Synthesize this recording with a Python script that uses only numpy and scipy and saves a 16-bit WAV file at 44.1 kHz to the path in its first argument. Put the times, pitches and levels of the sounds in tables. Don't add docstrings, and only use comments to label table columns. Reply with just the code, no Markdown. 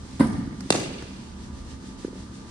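import sys
import numpy as np
from scipy import signal
from scipy.fft import rfft, irfft
from scipy.io import wavfile

SR = 44100
rng = np.random.default_rng(int(sys.argv[2]) if len(sys.argv) > 2 else 0)


def transcribe(u):
    v = np.clip(np.atleast_2d(u).T, -1, 1)
    q = np.round(v * 32767).astype(np.int16)
    wavfile.write(sys.argv[1], SR, q)


N = 110250
TIME = np.arange(N) / SR
FREQS = np.fft.rfftfreq(N, 1 / SR)

# f/Hz, level/dB, t60/s
BAT_MODES = [(1170, -24, 0.0072), (2080, -19, 0.014), (2763, -16, 0.033), (3650, -17, 0.03),
             (4190, -13.5, 0.012), (4830, -16, 0.016), (6560, -16, 0.021), (7960, -13.5, 0.014),
             (9630, -20.5, 0.023)]
# f/Hz, relative level/dB
CRACK_SPECTRUM = [(700, 3), (1200, 6.5), (1900, 1), (2700, -5), (3200, 1), (4000, 11.5), (5100, -1),
                  (5900, 4), (7000, -6), (8000, 2.5), (9300, -6), (10200, -10), (11200, -14), (12500, -19)]
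# delay/s, knock level/dB, crack level/dB, left minus right/dB, right lag/s
BAT_WALLS = [(0.0127, -21, -33, -2, 0), (0.0203, -25, -7, -4, .00004), (0.0382, -16, -30, -6, 0),
             (.0465, -8, -18, 2, .0001), (.056, -28, -14.5, 2, -.0002)]
# f/Hz, relative level/dB
BAT_TAIL_SPECTRUM = [(90, -3), (160, 3.5), (300, 4), (600, -0.5), (1100, -8), (2000, -13), (2720, -8.5),
                     (3100, -11.5), (3550, -10.5), (4000, -15), (4400, -9.5), (5200, -13), (6500, -8),
                     (8000, -13), (10000, -17), (11300, -18), (12500, -34)]
# f/Hz, t60/s
BAT_TAIL_DECAY = [(70, 1.7), (160, 1.1), (420, 1.08), (1100, 0.83), (2900, 1.48), (5500, 0.67),
                  (9000, 0.44)]


def bat_hit(at=0.704, right_lag_s=0.000215):
    start_hz, end_hz, fall_s = 1065, 148, 0.0022
    rise_s, knock_s, contact_s = 0.00041, 0.006, 0.0045
    age = np.maximum(TIME - at, 0)
    pitch = (TIME >= at) * (end_hz + (start_hz - end_hz) * np.exp(-age / fall_s))
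    swell = (1 - np.exp(-age / rise_s)) / (1 + (age / knock_s) ** 5)
    knock = -amp(-8.5) * swell * np.sin(2 * np.pi * np.cumsum(pitch) / SR)
    contact = (TIME >= at) / (1 + (age / contact_s) ** 6)
    wood = amp(-1.5) * stereo_pair(ring(click(at), BAT_MODES), right_lag_s)
    crack = amp(-15) * noise(CRACK_SPECTRUM) * contact + wood
    out = stereo_pair(knock, right_lag_s) + crack + scattered_echoes(crack)
    for delay, knock_db, crack_db, pan_db, lag in BAT_WALLS:
        slap = late(amp(knock_db) * knock + amp(crack_db) * crack[0], delay)
        out = out + panned(stereo_pair(slap, lag), pan_db)
    tail = yard_tail(at + contact_s, BAT_TAIL_SPECTRUM, BAT_TAIL_DECAY, rise=0.012)
    return out + amp(-24.5) * tail


def scattered_echoes(crack, per_s=110, first_s=0.032, t60=0.63):
    age = TIME - first_s
    arrives = (rng.random((2, N)) < per_s / SR) * (age > 0)
    echoes = arrives * rng.uniform(-1, 1, (2, N)) * amp(-15 - 60 * age / t60)
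    return signal.fftconvolve(crack, echoes, axes=1)[:, :N]


# t/s, level/dB, contact width/s
WHEEL_PUSHES = [(0.1996, -13, 0.00031), (0.2071, -9, 0.000084)]
# f/Hz, level/dB, t60/s
HOUSING_MODES = [(186, -30, 0.29), (228.5, -2.5, 0.26), (258.5, -4.5, 0.08), (282, -1.5, 0.11),
                 (408, -28.5, 0.15), (525, -14.5, 0.06), (556, -20, .12), (957, -15.5, 0.1),
                 (990, -16, 0.14), (1020, -40, .1), (1550, -22.5, 0.18), (1780, -25, 0.092),
                 (2030, -21.5, 0.17)]
# f/Hz, relative level/dB
SCUFF_SPECTRUM = [(300, 10.5), (600, -2), (1000, 4.5), (2000, 1), (2500, -12.5), (5200, -10.5), (6500, -38),
                  (8300, -24), (10000, -12), (11500, -24), (13000, -31)]
# f/Hz, relative level/dB
SPIT_SPECTRUM = [(900, 16.5), (2500, -3), (4500, -2), (6500, -10), (8300, 3.5), (11000, -5), (12500, -12)]
# delay/s, level/dB
SHOT_WALLS = [(0.0189, -12.5), (0.036, -10.5), (.134, -19), (0.187, -25), (.226, -31)]
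# f/Hz, relative level/dB
SHOT_TAIL_SPECTRUM = [(50, -7), (80, -3), (130, -4), (230, 3), (320, -6.5), (450, -18.5), (1000, -18.5),
                      (1800, -27), (2700, -38.5), (5000, -36), (7000, -43.5), (9500, -31), (12000, -39)]
# f/Hz, t60/s
SHOT_TAIL_DECAY = [(70, 1.7), (200, 1.3), (420, 1.14), (1100, 0.75), (2900, 1.9), (9000, 0.38)]


def machine_shot(spit_at=0.1962, spit_length_s=0.02):
    force = sum(amp(db) * push(at, width) for at, db, width in WHEEL_PUSHES)
    boom = butterworth(ring(force, HOUSING_MODES), "high", hz=135, order=2)
    boom = butterworth(boom, "low", hz=2170, order=4)
    scuff = amp(-21.5) * noise(SCUFF_SPECTRUM) * burst(at=0.1975, rise=0.0076, t60=0.17)
    spit_envelope = (TIME >= spit_at) / (1 + ((TIME - spit_at) / spit_length_s) ** 10)
    spit = amp(-34.5) * noise(SPIT_SPECTRUM) * spit_envelope
    echoes = sum(amp(db) * late(boom, delay) for delay, db in SHOT_WALLS)
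    dull_echoes = butterworth(echoes, "low", hz=606, order=2)
    release_at = WHEEL_PUSHES[-1][0]
    tail = yard_tail(release_at, SHOT_TAIL_SPECTRUM, SHOT_TAIL_DECAY, rise=0.016)
    return boom + scuff + spit + dull_echoes + amp(-22.5) * tail


# peak t/s, thud level/dB, f/Hz, scuff level/dB, tick
# level/dB
KNOCKS = [(0.332, -27, 260, -43, -49), (0.478, -22, 213, -50, -41), (.609, -39, 259, -33.5, -42),
          (.661, -26, 252, -69, -49), (1.026, -29, 320, -39.5, -33.5), (2.05, -16.5, 332, -48, -37.5),
          (2.132, -30, 363, -65, -57), (2.157, -37, 370, -67, -57), (2.203, -35.5, 130, -62, -45)]
# f/Hz, relative level/dB
TURF_SPECTRUM = [(400, -1), (1500, 18.5), (3000, 2), (5000, 14), (9000, 3), (13000, 1)]
# f/Hz, level/dB, t60/s
BALL_MODES = [(935, -6, 0.012), (1437, -4, 0.016), (1716, -9.5, 0.031)]


def soft_knocks(lead_s=0.00293, wall_delay_s=0.033):
    thuds = scuffing = taps = 0
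    for at, thud_db, hz, scuff_db, tick_db in KNOCKS:
        thuds += amp(thud_db) * thud(at, hz)
        scuffing += amp(scuff_db) * burst(at - lead_s, rise=0.0003, t60=0.024)
        taps += amp(tick_db) * click(at - lead_s)
    echo = amp(-8) * late(thuds, wall_delay_s)
    return thuds + echo + noise(TURF_SPECTRUM) * scuffing + ring(taps, BALL_MODES)


def thud(at, hz, sag_s=0.018, half_width_cycles=0.45):
    t = np.clip(TIME - at, -0.03, 0.03)
    cycles = hz * sag_s * (1 - np.exp(-t / sag_s))
    return -np.cos(2 * np.pi * cycles) * np.exp(-0.5 * (t * hz / half_width_cycles) ** 2)


def yard_tail(at, spectrum, decay, rise, ripple_db=3.2, ripple_hz=70, grain_db=2.3):
    knots = np.arange(0, SR / 2, ripple_hz)
    ripple = np.interp(FREQS, knots, rng.standard_normal(len(knots)) * (knots > 1000))
    rippled = rfft(noise(spectrum)) * amp(ripple_db * ripple)
    octaves_hz = np.geomspace(50, 12800, 9)
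    out = 0
    for hz, share in zip(octaves_hz, np.eye(len(octaves_hz))):
        band = irfft(rippled * at_hz(np.c_[octaves_hz, share], FREQS), N)
        grain = amp(grain_db * drift(rate_hz=min(170, hz / 10)))
        out += band * grain * burst(at, rise, at_hz(decay, hz))
    return out


# f/Hz, level/dB
HUM_TONES = [(70, -54), (194, -49), (227, -53.5), (262, -51.5), (325, -61), (878, -67.5), (980, -69),
             (1184, -64), (1230, -69.5)]


def machine_hum(depth=0.45, waver_hz=9.8):
    out = 0
    for hz, db in HUM_TONES:
        waver = 1 + depth * (drift(waver_hz) + 1j * drift(waver_hz))
        tone = np.exp(2j * np.pi * (hz * TIME + rng.random()))
        out += amp(db) * np.sqrt(2) * np.real(waver * tone)
    return out


# f/Hz, relative level/dB
RUMBLE_SPECTRUM = [(32, -4), (45, -4), (58, -7.5), (72, 2.5), (90, -11.5), (110, -11)]
# t/s, level/dB
RUMBLE_SWELL = [(0, -42.5), (.7, -48.5), (1.3, -47.5), (1.55, -37.5), (1.64, -41), (1.71, -37), (1.8, -46),
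                (1.95, -45.5), (2.5, -50.5)]
# f/Hz, relative level/dB
WHIRR_SPECTRUM = [(95, -1.5), (130, 3), (170, -3), (260, 0.5), (350, -5.5), (480, -11.5), (700, -17.5),
                  (950, -14.5), (1200, -17.5), (1500, -18.5)]
# f/Hz, relative level/dB
HISS_SPECTRUM = [(1300, -30), (1700, 4.5), (2400, -1), (3400, 1.5), (4200, 2), (6300, 1), (7200, -1.5),
                 (9200, -6.5), (11500, -15.5), (13000, -10.5)]
# t/s, relative level/dB
HISS_SWING = [(0.0, -54), (0.142, -49.5), (0.18, -50.5), (0.5, -56), (0.512, -56.5), (0.69, -48.5),
              (1.25, -52.5), (1.36, -55.5), (1.44, -50), (1.51, -56.5), (1.59, -51), (1.64, -54.5),
              (1.715, -48.5), (1.788, -56.5), (1.872, -49.5), (1.97, -55), (1.994, -49.5), (2.064, -50),
              (2.106, -56), (2.192, -50), (2.308, -56), (2.352, -50.5), (2.458, -54.5), (2.5, -50)]


def outdoors():
    rumble = amp(np.interp(TIME, *np.transpose(RUMBLE_SWELL))) * noise(RUMBLE_SPECTRUM)
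    whirr = amp(-44) * noise(WHIRR_SPECTRUM)
    swing_db = np.interp(TIME, *np.transpose(HISS_SWING))
    hiss = amp(-52.5 + swing_db - swing_db.mean()) * noise(HISS_SPECTRUM)
    return rumble + whirr + hiss


# f/Hz, correlation
NOISE_LIKENESS = [(60, 0.94), (260, 0.85), (500, 0.27), (1200, -0.11), (2500, -0.07), (5000, 0.12),
                  (7100, -.4), (9300, 1), (10200, 0.39), (11000, -0.86)]


def noise(spectrum):
    mid, side = rfft(rng.standard_normal((2, N)))
    alike = np.clip(at_hz(NOISE_LIKENESS, FREQS), -1, 1)
    stereo = np.sqrt(1 + alike) * mid + np.sqrt(1 - alike) * side * [[1], [-1]]
    low_hz, high_hz = 0.8 * spectrum[0][0], 1.1 * spectrum[-1][0]
    skirts = 1 / np.sqrt((1 + (low_hz / (FREQS + 1)) ** 8) * (1 + (FREQS / high_hz) ** 16))
    return unit_rms(irfft(skirts * amp(at_hz(spectrum, FREQS)) * stereo, N))


def drift(rate_hz):
    return unit_rms(irfft(rfft(rng.standard_normal(N)) / (1 + (FREQS / rate_hz) ** 2) ** 2, N))


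def ring(force, modes):
    out = 0
    for hz, db, t60 in modes:
        radius, angle = np.exp(-np.log(1000) / (t60 * SR)), 2 * np.pi * hz / SR
        feedback = [1, -2 * radius * np.cos(angle), radius ** 2]
        out += amp(db) * signal.lfilter([0, np.sin(angle)], feedback, force)
    return out


def click(at):
    return (np.arange(N) == int(at * SR)) + 1e-18


def push(at, width):
    bump = np.exp(-0.5 * ((TIME - at) / width) ** 2) + 1e-18
    return bump / bump.sum()


def burst(at, rise, t60):
    age = np.maximum(TIME - at, 0)
    return (1 - np.exp(-age / rise)) * amp(-60 * np.minimum(age / t60, 4))


def late(x, delay_s):
    return np.interp(TIME - delay_s, TIME, x, left=0)


def stereo_pair(x, lag_s):
    return np.array([x, late(x, lag_s)])


def panned(x, db):
    return x * amp(np.array([[db], [-db]]) / 2)


def butterworth(x, kind, hz, order):
    return signal.sosfilt(signal.butter(order, hz, kind, fs=SR, output="sos"), x)


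def at_hz(points, hz):
    freqs, values = np.transpose(points)
    return np.interp(np.log(np.maximum(hz, 1)), np.log(freqs), values)


def amp(db):
    return 10 ** (np.asarray(db) / 20)


def unit_rms(x):
    return x / np.sqrt(np.mean(x ** 2) + 1e-20)


def scene():
    return panned(machine_shot() + bat_hit() + soft_knocks() + machine_hum() + outdoors(), db=-1)


def record(dry):
    rounded = np.tanh(dry / 1.171) * 1.245
    x = butterworth(rounded, "high", hz=33, order=3)
    x = butterworth(x, "low", hz=11800, order=6)
    steep_cutoff_hz = 13280
    return signal.sosfilt(signal.ellip(10, 0.2, 80, steep_cutoff_hz, fs=SR, output="sos"), x)


dry = scene()
out = record(dry)
transcribe(out)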